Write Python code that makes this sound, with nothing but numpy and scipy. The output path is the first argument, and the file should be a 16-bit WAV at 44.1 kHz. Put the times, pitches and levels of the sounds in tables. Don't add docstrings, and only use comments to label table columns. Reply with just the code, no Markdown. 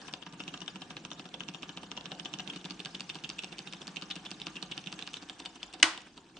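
import sys
import numpy as np
from scipy import signal
from scipy.io import wavfile
from scipy.ndimage import uniform_filter1d

SR = 44100
rng = np.random.default_rng(int(sys.argv[2]) if len(sys.argv) > 2 else 0)


def transcribe(signal):
    frames = np.atleast_2d(signal).T
    limited = np.clip(frames, -1, 1)
    pcm = np.round(limited * 32767).astype(np.int16)
    wavfile.write(sys.argv[1], SR, pcm)


N = 281799
RING_SAMPLES = 5000

PLACE_CHANGES_S = [.25, 2.49, 5.26]
# time_s, phase_spread_rad (each side, at 3 kHz), low_bass_share (0-1)
HEARD_PLACE = [(2.4, 0.52, 0.6), (2.6, 0.36, 0.52), (5, 0.28, 0.88), (5.25, 0.13, 0.27)]
# pitch_hz, likeness (0-1)
SAME = [(60, 0.97), (340, 0.97), (900, 0.83), (1880, 0.33), (10500, 0.083)]
# pitch_hz, level_db
TREBLE_COLOUR = [(9000, 0.5), (9500, -5), (9900, -17.5), (10900, -8.5), (11500, -26.5), (13500, -24.5),
                 (15000, -14)]
EDGE_HZ = 15800

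# pitch_hz, relative_level_db
AIR = [(20, -19), (35, -17), (50, 5.5), (62, -6), (100, -6), (130, -4), (170, -35.5)]
AIR_DB = -71
# pitch_hz, t60_s
SHOP = [(150, 0.5), (1500, 0.35), (3000, 0.44), (6000, 0.33), (10000, 0.26)]
# pitch_hz, relative_level_db
SHOP_COLOUR = [(100, -27.5), (400, 3.5), (1200, 1.5), (3000, -10), (8000, -12.5)]
SHOP_DB = -12

# time_s, scrape_db, rumble_db
RUB = [(0, -50.5, -54), (.25, -64.5, -60), (.4, -57.5, -52.5), (1.4, -60, -53.5), (2.4, -57, -53),
       (2.7, -56.5, -55.5), (5, -56.5, -56.5), (5.3, -58, -58), (5.8, -60, -58.5), (6.051, -63.5, -57),
       (6.39, -63.5, -57.5)]
# pitch_hz, relative_level_db (per Hz)
SCRAPE = [(240, -16.5), (400, 1), (600, -8), (760, 0), (950, -3.5), (1430, -5), (1690, -2.5), (1950, -11.5),
          (2860, -11.5), (3570, -11.5), (4880, -14.5), (5680, -14), (8320, -24.5), (9160, -26.5),
          (10500, -80.5), (13600, -83.5), (22000, -120)]
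# pitch_hz, relative_level_db (per Hz)
RUMBLE = [(53, -46.5), (90, -21), (145, -3.5), (176, 0.5), (215, -7), (255, -8.5), (298, -7), (345, -11),
          (426, -18.5), (600, -27), (780, -54.5), (1320, -120)]
GRIT_PER_S, GRIT_SPREAD_DB, GRIT_DB = 1500, 3.5, -8

# pitch_hz, relative_level_db, t60_s
ROD = [(2330, -19.5, 0.023), (2600, -35.5, 0.039), (2779, 5, 0.029), (2960, 10, 0.019), (3173, 13, 0.013),
       (3550, 14, 0.013), (3847, 11.5, 0.0076), (4576, 21, 0.0086), (5000, 23.5, 0.0055)]
WIRE = [(5560, -8, 0.012), (5740, -5.5, 0.0094), (6380, -2, 0.0051), (7300, -13, 0.002),
        (8100, -1.5, 0.0056), (9050, -18, .01)]
FRAME = [(506, -3.5, 0.071), (737, 4, 0.041), (775.4, 0, 0.049), (968, 17.5, 0.014), (1193, 11.5, 0.023),
         (1535, -3.5, 0.06), (1641, 5, 0.035), (1980, 18, 0.0063)]
BASE = [(135.4, -10.5, 0.044), (174.5, 12.5, 0.07), (297.6, 2, 0.1), (316, -9.5, 0.096),
        (317.7, -4.5, 0.22)]

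# start_s, rod_db, wire_db
TICKS = [(.0168, -45, -67), (0.437, -42, -47), (0.5758, -40.5, -47), (1.132, -54, -44), (1.2894, -47, -56),
         (1.435, -41, -50), (2.0096, -38.5, -57), (2.15, -47, -59), (2.4032, -34, -42), (2.613, -45, -54),
         (2.6437, -36, -47), (3.187, -43.5, -71), (3.444, -32, -37.5), (3.831, -53, -64), (4.563, -42, -58),
         (4.8402, -40, -49), (5.1057, -48, -52), (5.231, -48, -53), (5.6096, -65, -64), (5.728, -43, -46),
         (6.005, -45, -53), (6.0175, -48, -47)]
# start_s, rod_db, contact_s,
# rod_colour_hz, lead_in_s (before the knock), lead_in_db, frame_db, base_db
PULLS = [(0.0825, -38.5, 0.00098, 3000, 0.0027, -53, -42, -41),
         (0.225, -41, 0.002, 3250, 0.0048, -49, -48, -59),
         (0.335, -56, 0.0014, 3484, 0.0093, -47, -47.5, -42),
         (0.4791, -32, 0.0022, 2760, 0.0093, -54, -43.5, -47),
         (0.6163, -37, 0.0053, 3050, 0.011, -43, -45.5, -43),
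         (0.758, -38, 0.00075, 3170, 0.0088, -57, -43.5, -39.5),
         (0.906, -38, 0.001, 3050, 0.0031, -46, -41, -46),
         (1.0503, -32, 0.0003, 3070, 0.008, -63, -41.5, -47),
         (1.1956, -35, 0.00094, 3000, 0.004, -55, -44.5, -43),
         (1.341, -33, 0.003, 3100, 0.0033, -54, -42.5, -47),
         (1.4866, -33, 0.00035, 3050, 0.0047, -44, -42, -37),
         (1.6306, -31.5, 0.0023, 2780, 0.0069, -41, -41.5, -47),
         (1.773, -31.5, 0.00049, 3020, 0.0046, -50.0, -40.5, -43),
         (1.9156, -29, 0.0014, 2850, 0.0051, -49, -40.5, -41),
         (2.0571, -32.5, 0.00069, 3300, 0.0144, -53, -44, -43),
         (2.1976, -33, 0.00091, 3080, 0.002, -45, -45, -43),
         (2.3382, -28.5, 0.00081, 3020, 0.007, -44, -41.5, -38),
         (2.4759, -33.5, 0.00068, 2880, 0.0073, -50.0, -53, -39),
         (2.4989, -33, 0.0068, 2960, 0.0021, -46, -62, -61),
         (2.6568, -33, 0.00087, 3680, 0.0063, -37.5, -42.5, -32.5),
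         (2.8025, -31.5, 0.0005, 3340, 0.0085, -37, -61, -38),
         (2.9521, -30, 0.001, 3140, 0.0043, -32.5, -66, -40),
         (3.0982, -28.5, 0.0043, 3180, 0.0048, -35, -64, -46.5),
         (3.245, -28.5, 0.003, 2900, 0.0068, -36, -60, -50),
         (3.391, -28, 0.0022, 3220, 0.006, -33.5, -59, -55),
         (3.5263, -40, 0.0032, 3400, 0.0053, -45, -50, -42),
         (3.673, -36, 0.0039, 3300, 0.0054, -49, -62, -46),
         (3.8162, -36.5, 0.0035, 3180, 0.0066, -51, -50, -45),
         (3.9686, -28.5, 0.0023, 2940, 0.008, -33.5, -46, -55),
         (4.111, -27.5, 0.0027, 3760, 0.0092, -35, -48.5, -43),
         (4.2583, -34.5, 0.013, 3280, 0.007, -40, -50, -44.5),
         (4.4169, -29.5, 0.0015, 3400, 0.017, -37, -62, -41),
         (4.5658, -31, 0.0063, 2660, 0.0098, -37, -62, -42),
         (4.7182, -30, 0.0098, 3140, 0.0042, -34, -47.5, -48),
         (4.872, -29.5, 0.0028, 2900, 0.011, -37.5, -63, -39),
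         (5.0245, -29.5, 0.0017, 3530, 0.011, -40, -58, -48),
         (5.1688, -34.5, 0.0057, 3500, 0.0088, -44, -61, -50),
         (5.4012, -34.5, 0.0005, 3900, 0.0093, -44, -42, -39.5),
         (5.5583, -46.5, 0.0018, 2960, 0.0079, -59, -56, -43.5),
         (5.739, -39, 0.0048, 3820, 0.0025, -40, -44.5, -40),
         (6.0716, -53, 0.00069, 3030, 0.0099, -59, -61.5, -58)]
RETURNS = [(0.1375, -27, 0.0015, 3700, 0.0098, -52, -38.5, -59),
           (0.2644, -40, 0.0033, 3030, 0.0031, -56.0, -39.5, -38.5),
           (0.4019, -33, 0.0049, 3000, 0.0061, -44, -40, -49),
           (0.5393, -35, 0.0048, 3270, 0.0069, -57, -40, -42),
           (0.679, -31.5, 0.0027, 3040, 0.018, -47, -40.5, -56),
           (0.8181, -37, 0.0056, 3120, 0.0087, -55, -43, -47),
           (0.9675, -32, 0.002, 2920, 0.0037, -65, -42.5, -54),
           (1.1152, -34.5, 0.0026, 3470, 0.011, -45, -38.5, -50),
           (1.255, -44, 0.0031, 2950, 0.012, -57.0, -46.5, -62),
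           (1.4057, -33, 0.0023, 3020, 0.0079, -45, -39.5, -39.5),
           (1.5465, -34, 0.0024, 3020, 0.0079, -47, -41, -45),
           (1.6916, -36.5, 0.0048, 2800, 0.0068, -53, -42, -44),
           (1.8317, -43, 0.0026, 2930, 0.0085, -56, -45, -49),
           (1.974, -32.5, 0.005, 2870, 0.006, -40.5, -37.5, -44),
           (2.1173, -32.5, 0.0027, 3000, 0.018, -58, -38.5, -39),
           (2.2561, -31, 0.0033, 3070, 0.0065, -39, -39, -53),
           (2.3955, -33, 0.0036, 3000, 0.0082, -38, -38.5, -40),
           (2.5337, -42, 0.0054, 3060, 0.0068, -49, -47, -52),
           (2.56, -37.5, 0.0052, 3100, 0.0197, -52, -48, -37),
           (2.7072, -31.5, 0.0026, 3860, 0.0077, -41, -45, -33.5),
           (2.8579, -28.5, 0.0012, 3550, 0.0085, -34.5, -40.5, -55),
           (3.0062, -27, 0.0003, 3500, 0.0089, -39, -43, -48),
           (3.154, -36, 0.0024, 3380, 0.0082, -40, -43, -38),
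           (3.3001, -28, 0.0005, 3640, 0.0083, -34.5, -43, -48),
           (3.4361, -32.5, 0.00056, 3300, 0.011, -41, -41, -44),
           (3.5903, -30, 0.00052, 3600, 0.0069, -36.5, -50, -37),
           (3.7346, -32.5, 0.0015, 3550, 0.0089, -36.5, -45, -38),
           (3.8785, -31.5, 0.00091, 4100, 0.0081, -37, -43, -38),
           (4.0217, -33.5, 0.0027, 3400, 0.0083, -41, -42.5, -37.5),
           (4.1635, -35, 0.00078, 3120, 0.0076, -38, -44.5, -41),
           (4.3144, -29.5, 0.00077, 3440, 0.0078, -39, -43.5, -35.5),
           (4.4684, -26.5, 0.0006, 3420, 0.0077, -45, -39.5, -35),
           (4.6262, -30.5, 0.0024, 3450, 0.0087, -50, -39.5, -41),
           (4.7779, -28, 0.00086, 3650, 0.0092, -48, -45.5, -40),
           (4.9262, -29.5, 0.0012, 3370, 0.0069, -43, -43, -40),
           (4.991, -33, 0.0019, 3140, 0.0085, -52, -51, -58),
           (5.075, -30.5, 0.00039, 3430, 0.0068, -40, -44, -45),
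           (5.1407, -29.5, 0.0017, 3460, 0.0069, -37.5, -50, -56),
           (5.224, -41.5, 0.0021, 3700, 0.0058, -49, -51, -37),
           (5.2971, -29, 0.0018, 3380, 0.0083, -41, -46, -46),
           (5.458, -30.5, 0.0029, 3540, 0.0059, -37, -46, -48),
           (5.63, -26.5, 0.002, 3560, 0.0041, -60, -45, -52),
           (5.8003, -38, 0.0005, 3730, 0.014, -62, -49, -51),
           (5.9765, -32, 0.0012, 3500, 0.014, -55, -44.5, -59),
           (6.1755, -42.5, 0.0061, 3380, 0.0049, -51, -50.5, -60.5),
           (6.3686, -41, 0.0027, 3300, 0.0049, -68, -51, -64)]
# wire_db, left_minus_right_db,
# lead_in_wire_over_rod_db, rebound_after_s, rebound_db, lead_in_slide_share (0-1)
WITH_PULL = [(-59, 12, -10, 0.008, -44, 0.14), (-42.5, -4.5, -3, 0.0066, -43.5, 0.3),
             (-51, -2.5, -8.5, 0.0045, -67, 0.7), (-41.5, -1.5, -3, 0.014, -44.5, 0.6)]
WITH_RETURN = [(-39, 2.4, 11, 0.0083, -50, .1), (-46, 1.6, -2.5, 0.0086, -44, 0.18),
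               (-43, -2, -3.5, 0.013, -42.5, 0.1), (-43, -0.81, -7.5, 0.013, -56.5, .1)]
PULL_REACH_HZ = [700, 690, 416, 700]
RETURN_REACH_HZ = [900, 630, 990, 770]
# colour_hz, reach_hz, share_of_ring_time
WIRE_HEARD = [(5900, 610, 0.57), (5700, 820, 1.23), (6120, 1600, 1.06), (6500, 5700, 0.98)]
# frame_colour_hz, frame_reach_hz, frame_share_of_ring_time,
# base_colour_hz, base_after_s (negative: before the blow, with the lead-in)
WOOD_PULL = [(1000, 1200, 1.4, 230, -0.000026), (1000, 1300, 1.1, 210, -.002),
             (1200, 1700, 0.87, 210, -0.013), (760, 340, 1.5, 316, 0.0125)]
WOOD_RETURN = [(1000, 1000, 0.9, 230, .001), (1150, 1300, 0.89, 227, -.002), (1200, 3400, 1.1, 228, -.004),
               (770, 290, 1.1, 190, .004)]
BASE_REACH_HZ = 120
USUAL_DB = -32
WIRE_FOLLOWS, BOUNCE_FOLLOWS = 0.86, 0.46
WIRE_LUCK_DB, PAN_LUCK_DB, BOUNCE_LUCK_DB, BOUNCE_LUCK_S, SLIDE_LUCK = -1.5, 4.5, 1.5, 0.00087, 0.11
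BRIEF_RING, FULL_RING_S = 0.58, 0.011

# level_db, pitch_hz
FLICK = [
    [(-58, 5800), (-52, 6200)],
    [(-50, 5800), (-52.5, 7100)],
    [(-61, 8000), (-49.5, 6200)],
    [(-67.5, 5640), (-52, 7100)],
]
FLICK_AFTER_S = (.02, .03)

# start_s, level_db, decay_s, top_hz
SNAP = [(5.8267, -15, 0.0018, 9500), (5.828, -8.5, 0.0019, 8070), (5.829, -5, 0.0025, 6900),
        (5.8329, -21, 0.0033, 3020), (5.839, -20, 0.011, 2600)]
# pitch_hz, level_db
SNAP_COLOUR = [(150, -31.5), (650, -15.5), (1100, -5.5), (2500, -1), (5000, 0.5), (8000, -3.5), (9500, -3),
               (11500, -23)]
# pitch_hz, relative_level_db, t60_s
SPRING = [(1623, 0.5, .03), (1950, 4.5, .025), (2940, 5, 0.02), (3700, -9, .015), (4910, 1.5, 0.018),
          (5800, 1.5, 0.016), (6170, 3, 0.016), (8380, -6, .015)]
# pitch_hz, relative_level_db, t60_s
SNAP_MODES = [(355, -2.5, 0.36), (665, -1, 0.33), (980, 6, 0.27), (1030, -5, 0.42), (1194, -7.5, 0.22),
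              (1484, 3, 0.38), (1610, -7, 0.19), (1933, 1, 0.41), (2970, 1.5, 0.43), (3470, -3, .26),
              (3400, -5, 0.53), (4120, -4.5, 0.32), (4700, -5.5, 0.21)]
BLOW_S = SNAP[2][0]
SPRING_DB = -5
SNAP_BASE_DB, SNAP_SHOP_DB = -26.5, 20.5
SNAP_RING_DB, SNAP_BUZZ = -22, 1
THUMP_DB, THUMP_HZ, THUMP_T60_S = -46.5, 107, 0.13


def gain_of(db):
    return 10 ** (np.asarray(db) / 20)


def evened(x):
    return x / np.sqrt(np.mean(x ** 2) + 1e-20)


def read(points, hz):
    f, value = np.transpose(points)
    return np.interp(np.log(hz + 1), np.log(f + 1), value)


def add(mix, s, sound):
    part = mix[:, round(s * SR):][:, :sound.shape[-1]]
    part += sound[..., :part.shape[1]]


def place_at(s):
    return np.searchsorted(PLACE_CHANGES_S, s)


def spread_at(s):
    return np.interp(s, *np.transpose(HEARD_PLACE)[:2])


def shaped(x, points):
    level_db = np.maximum(read(points, abs(np.fft.fftfreq(4096, 1 / SR))), -100)
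    log_gain = np.log(gain_of(level_db))
    taps = np.fft.ifft(np.exp(np.conj(signal.hilbert(log_gain)))).real[:2048]
    return signal.oaconvolve(x, taps[None], axes=1)[:, :x.shape[1]]


def hiss(patchy_db):
    frames, hz = N // 128 + 5, np.fft.rfftfreq(512, 1 / SR)
    a, b, c, d, patches = rng.standard_normal((frames, 257, 5)).T
    patches = uniform_filter1d(patches, size=10, axis=0)
    patches = evened(uniform_filter1d(patches, size=5, axis=1))
    same = np.clip(read(SAME, hz), -1, 1)[:, None]
    left = a + 1j * b
    right = same * left + np.sqrt(1 - same ** 2) * (c + 1j * d)
    depth_db = patchy_db * np.clip(hz / 3000, .25, 1)[:, None]
    z = np.array([left, right]) * gain_of(depth_db * patches)
    return evened(signal.istft(z, nperseg=512, noverlap=384)[1][:, :N])


def room_tone():
    return gain_of(AIR_DB) * evened(shaped(hiss(patchy_db=-3.0), AIR))


def grit():
    out, t = np.zeros((2, N)), np.arange(400) / SR
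    strength = gain_of(GRIT_SPREAD_DB * np.minimum(rng.exponential(1, N), 4))
    slips = strength * (rng.random(N) < GRIT_PER_S / SR)
    which, side = rng.integers(0, len(ROD + WIRE), N), rng.uniform(0.42, 1, (2, N))
    for k, (hz, _, _) in enumerate(ROD + WIRE):
        grain = np.sin(2 * np.pi * hz * t) * (t / .0006) * np.exp(-t / 0.00026)
        out += signal.oaconvolve(side * slips * (which == k), grain[None], axes=1)[:, :N]
    return evened(out)


def rubbing():
    s, scrape_db, rumble_db = np.transpose(RUB)
    t = np.arange(N) / SR
    load = np.minimum(sum(np.exp(-((t - k[0] - .003) / 0.011) ** 2) for k in PULLS + RETURNS), 1)
    scrape = evened(shaped(hiss(patchy_db=6.0) + gain_of(GRIT_DB) * grit(), SCRAPE))
    scrape = scrape * gain_of(7.3 * load)
    wipe_band = signal.butter(2, [6000, 9300], "band", fs=SR, output="sos")
    wipe = evened(signal.sosfilt(wipe_band, hiss(patchy_db=-3.5)))
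    wipe = wipe * gain_of(-15.5 + 10.0 * uniform_filter1d(load, size=700))
    rumble = evened(shaped(hiss(patchy_db=1.7), RUMBLE))
    rumble_db = np.interp(t, s, rumble_db) + 7.9 * uniform_filter1d(load, size=600)
    return (scrape + wipe) * gain_of(np.interp(t, s, scrape_db)) + rumble * gain_of(rumble_db)


def ring(modes, force, db, luck, colour_hz=None, reach_hz=800, spread=0., lasts=1):
    hz, mode_db, t60 = np.transpose(modes)[:, :, None]
    t60 = lasts * t60
    luck = luck[:len(hz), None]
    t = np.arange(min(RING_SAMPLES, int(t60.max() * SR))) / SR
    share = 1 if colour_hz is None else np.exp(-((hz - colour_hz) / reach_hz) ** 2 / 2)
    swell = (1 - np.exp(-t * hz / 0.86)) ** 2
    fade = share * swell * gain_of(mode_db + 1.2 * luck - 60 * t / t60)
    turn = 2 * np.pi * hz * (1 + 0.014 * luck[::-1]) * t
    lag = spread * np.minimum(hz / 3000, 1.3) * np.sign(np.roll(luck, 1))
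    body = np.array([(fade * np.sin(turn + lag)).sum(0), (fade * np.sin(turn - lag)).sum(0)])
    sound = signal.fftconvolve(body, np.atleast_2d(force), axes=1)[:, :RING_SAMPLES]
    sound = np.pad(sound, ((0, 0), (0, RING_SAMPLES - sound.shape[1])))
    crest = np.sqrt(2 * uniform_filter1d(sound.mean(0) ** 2, size=60).max())
    return gain_of(db) * sound / crest


def contact(chance, seconds):
    t = np.arange(chance.shape[1]) / SR
    u = t / max(seconds, 1 / SR)
    chatter = chance[0] ** 3 * u ** 0.078 * np.exp(-(2.07 * u) ** 2)
    touch = (t == 0) * np.clip(0.0024 / seconds, 0, 2) ** 2
    rattle = chance[1:] * (1 - np.exp(-u ** 2)) * gain_of(-26.5 - 60 * t / 0.062)
    return touch + chatter / np.linalg.norm(chatter) + rattle


def wire_ring(s, force, db, luck):
    hz, reach_hz, lasts = WIRE_HEARD[place_at(s)]
    return ring(WIRE, force, db, luck, hz, reach_hz, spread_at(s), lasts)


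def tick(s, db, wire_db, slide=0., slide_s=.01):
    chance, luck = rng.standard_normal((3, 2000)), rng.standard_normal((2, 9))
    u, slide = np.arange(2000) / SR / slide_s, np.clip(slide, 0, 1)
    scuff = chance[0] * u ** 0.64 * (u < 1)
    scuff = 2 * scuff / np.linalg.norm(scuff)
    force = (1 - slide) * contact(chance, seconds=0.0012) + slide * scuff
    rod = ring(ROD, force, db, luck[0], colour_hz=3380, spread=spread_at(s), lasts=0.75)
    return rod, wire_ring(s, force, wire_db, luck[1])


def knock(out_s, db, seconds, hz, lead_s, lead_db, frame_db, base_db, places, reach_hz, woods):
    place, spread = place_at(out_s), spread_at(out_s)
    wire_db, pan_db, lead_wire_db, back_s, back_db, slide = places[place]
    frame_hz, frame_reach_hz, frame_lasts, base_hz, base_s = woods[place]
    force = contact(rng.standard_normal((3, 2000)), seconds)
    luck = rng.standard_normal((5, 9))
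    over_db, odds = db - USUAL_DB, luck[4]

    lasts = np.clip(BRIEF_RING + seconds / FULL_RING_S, .1, 1.5)
    rod_blow = ring(ROD, force, db, luck[0], hz, reach_hz[place], spread, lasts)
    wire_db = wire_db + WIRE_FOLLOWS * over_db + WIRE_LUCK_DB * odds[1]
    steel = rod_blow + wire_ring(out_s, force, wire_db, luck[1])
    pan_db = pan_db + PAN_LUCK_DB * odds[0]
    pan = gain_of([[pan_db / 2], [-pan_db / 2]])
    frame = ring(FRAME, force.mean(0), frame_db, luck[2], frame_hz, frame_reach_hz, 0.6 * spread, frame_lasts)
    base = ring(BASE, np.hanning(70), base_db, luck[3], base_hz, BASE_REACH_HZ)

    lead_wire_db = lead_db + lead_wire_db + BOUNCE_LUCK_DB * odds[2]
    rod, wire = tick(out_s, lead_db, lead_wire_db, slide + SLIDE_LUCK * odds[3], lead_s)
    back_db = back_db + BOUNCE_FOLLOWS * over_db + BOUNCE_LUCK_DB * odds[4]
    rebound = gain_of(back_db - lead_db) * rod
    return [(out_s, pan * steel + frame), (out_s + base_s, base), (out_s - lead_s, rod + wire),
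            (out_s + back_s + BOUNCE_LUCK_S * odds[5], rebound)]


def linkage():
    out = np.zeros((2, N))
    pulls = (PULLS, WITH_PULL, PULL_REACH_HZ, WOOD_PULL)
    returns = (RETURNS, WITH_RETURN, RETURN_REACH_HZ, WOOD_RETURN)
    for rows, *heard in [pulls, returns]:
        for row in rows:
            for s, sound in knock(*row, *heard):
                add(out, s, sound)
    for row in TICKS:
        add(out, row[0], sum(tick(*row)))
    return out


def room(x):
    taps = np.zeros((2, SR // 2))
    at = np.arange(200, SR // 2 - 10, 10)
    jitter, sign = rng.integers(0, 10, (2, len(at))), rng.choice([-1., 1.], (2, len(at)))
    np.put_along_axis(taps, at + jitter, sign, 1)
    hz, t, z = signal.stft(taps, SR, nperseg=128)
    alike = np.clip(read(SAME, hz) - .03, 0, 1)[:, None]
    z = np.array([z[0], alike * z[0] + np.sqrt(1 - alike ** 2) * z[1]])
    decay_db = read(SHOP_COLOUR, hz)[:, None] - 60 * t / read(SHOP, hz)[:, None]
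    taps = signal.istft(z * gain_of(decay_db), SR, nperseg=128)[1]
    taps = taps / np.linalg.norm(taps[0])
    return gain_of(SHOP_DB) * signal.fftconvolve(x.mean(0)[None], taps, axes=1)[:, :N]


def flicks():
    out, t = np.zeros((2, N)), np.arange(600) / SR
    for row, luck in zip(RETURNS, rng.standard_normal((len(RETURNS), 2, 3))):
        for after_s, (db, hz), odds in zip(FLICK_AFTER_S, FLICK[place_at(row[0])], luck):
            ping = np.sin(2 * np.pi * hz * (1 + 0.022 * odds[0]) * t)
            ping = ping * np.minimum(t / 0.0063, 1) * gain_of(-60 * t / 0.046)
            flutter = evened(uniform_filter1d(rng.standard_normal(len(t)), size=25))
            ping = ping * (1 + 0.58 * flutter)
            db = db + BOUNCE_FOLLOWS * (row[1] - USUAL_DB) + 1.0 * odds[2]
            add(out, row[0] + after_s + BOUNCE_LUCK_S * odds[1], gain_of(db) * ping[None])
    return out


def cracks():
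    out, t = np.zeros((2, N)), np.arange(2000) / SR
    for s, db, decay, top_hz in SNAP:
        shared, left, right = rng.standard_normal((3, 2000))
        apart = signal.lfilter(*signal.butter(1, 2500, "high", fs=SR), [left, right])
        crack = signal.lfilter(*signal.butter(2, top_hz, fs=SR), shared + 0.28 * apart)
        crack = crack * np.exp(-t / decay)
        add(out, s, gain_of(db) * crack * np.sqrt(decay * SR) / np.linalg.norm(crack))
    return out


def spring_ring():
    out, luck = np.zeros((2, N)), np.array([.1, -.1] * 5)
    for s, db, _, top_hz in SNAP:
        sound = ring(SPRING, [1.], db + SPRING_DB, luck, colour_hz=1500, reach_hz=top_hz, spread=0.42)
        add(out, s, sound)
    return out


def housing_ring():
    t = np.arange(SR // 2) / SR
    flutter = uniform_filter1d(rng.standard_normal((len(SNAP_MODES), len(t))), size=500, axis=1)
    buzz = 1 + SNAP_BUZZ * evened(flutter)
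    housing = sum(b * gain_of(db - 60 * t / t60) * np.sin(2 * np.pi * hz * t)
                  for b, (hz, db, t60) in zip(buzz, SNAP_MODES))
    return gain_of(SNAP_RING_DB) * housing[None] / abs(housing).max()


def switch():
    blow = np.zeros((1, N))
    blow[0, round(BLOW_S * SR)] = gain_of(SNAP_SHOP_DB)
    out = shaped(cracks() + room(blow) + spring_ring(), SNAP_COLOUR)
    jolt = ring(BASE, np.hanning(60), SNAP_BASE_DB, np.ones(9), colour_hz=325, reach_hz=40.5)
    add(out, BLOW_S, jolt)
    add(out, BLOW_S, housing_ring())
    return out


def thump():
    out, t = np.zeros((2, N)), np.arange(RING_SAMPLES) / SR
    push = np.sin(2 * np.pi * THUMP_HZ * t) * gain_of(THUMP_DB - 60 * t / THUMP_T60_S)
    add(out, BLOW_S, push[None])
    return out


def scene():
    hits = linkage() + flicks()
    machine = hits + room(hits) + switch() + rubbing()
    machine = signal.sosfilt(signal.butter(4, 115, "high", fs=SR, output="sos"), machine)
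    low = signal.sosfiltfilt(signal.butter(4, 230, fs=SR, output="sos"), machine)
    s, _, share = np.transpose(HEARD_PLACE)
    machine -= (1 - np.interp(np.arange(N) / SR, s, share)) * low
    return machine + thump() + room_tone()


def record(dry):
    full = .95
    loud = shaped(full * np.tanh(dry / full), TREBLE_COLOUR)
    band_limit = signal.firwin(511, EDGE_HZ, window=("kaiser", 9), fs=SR)
    return signal.oaconvolve(loud, band_limit[None], "same")


dry = scene()
out = record(dry)
transcribe(out)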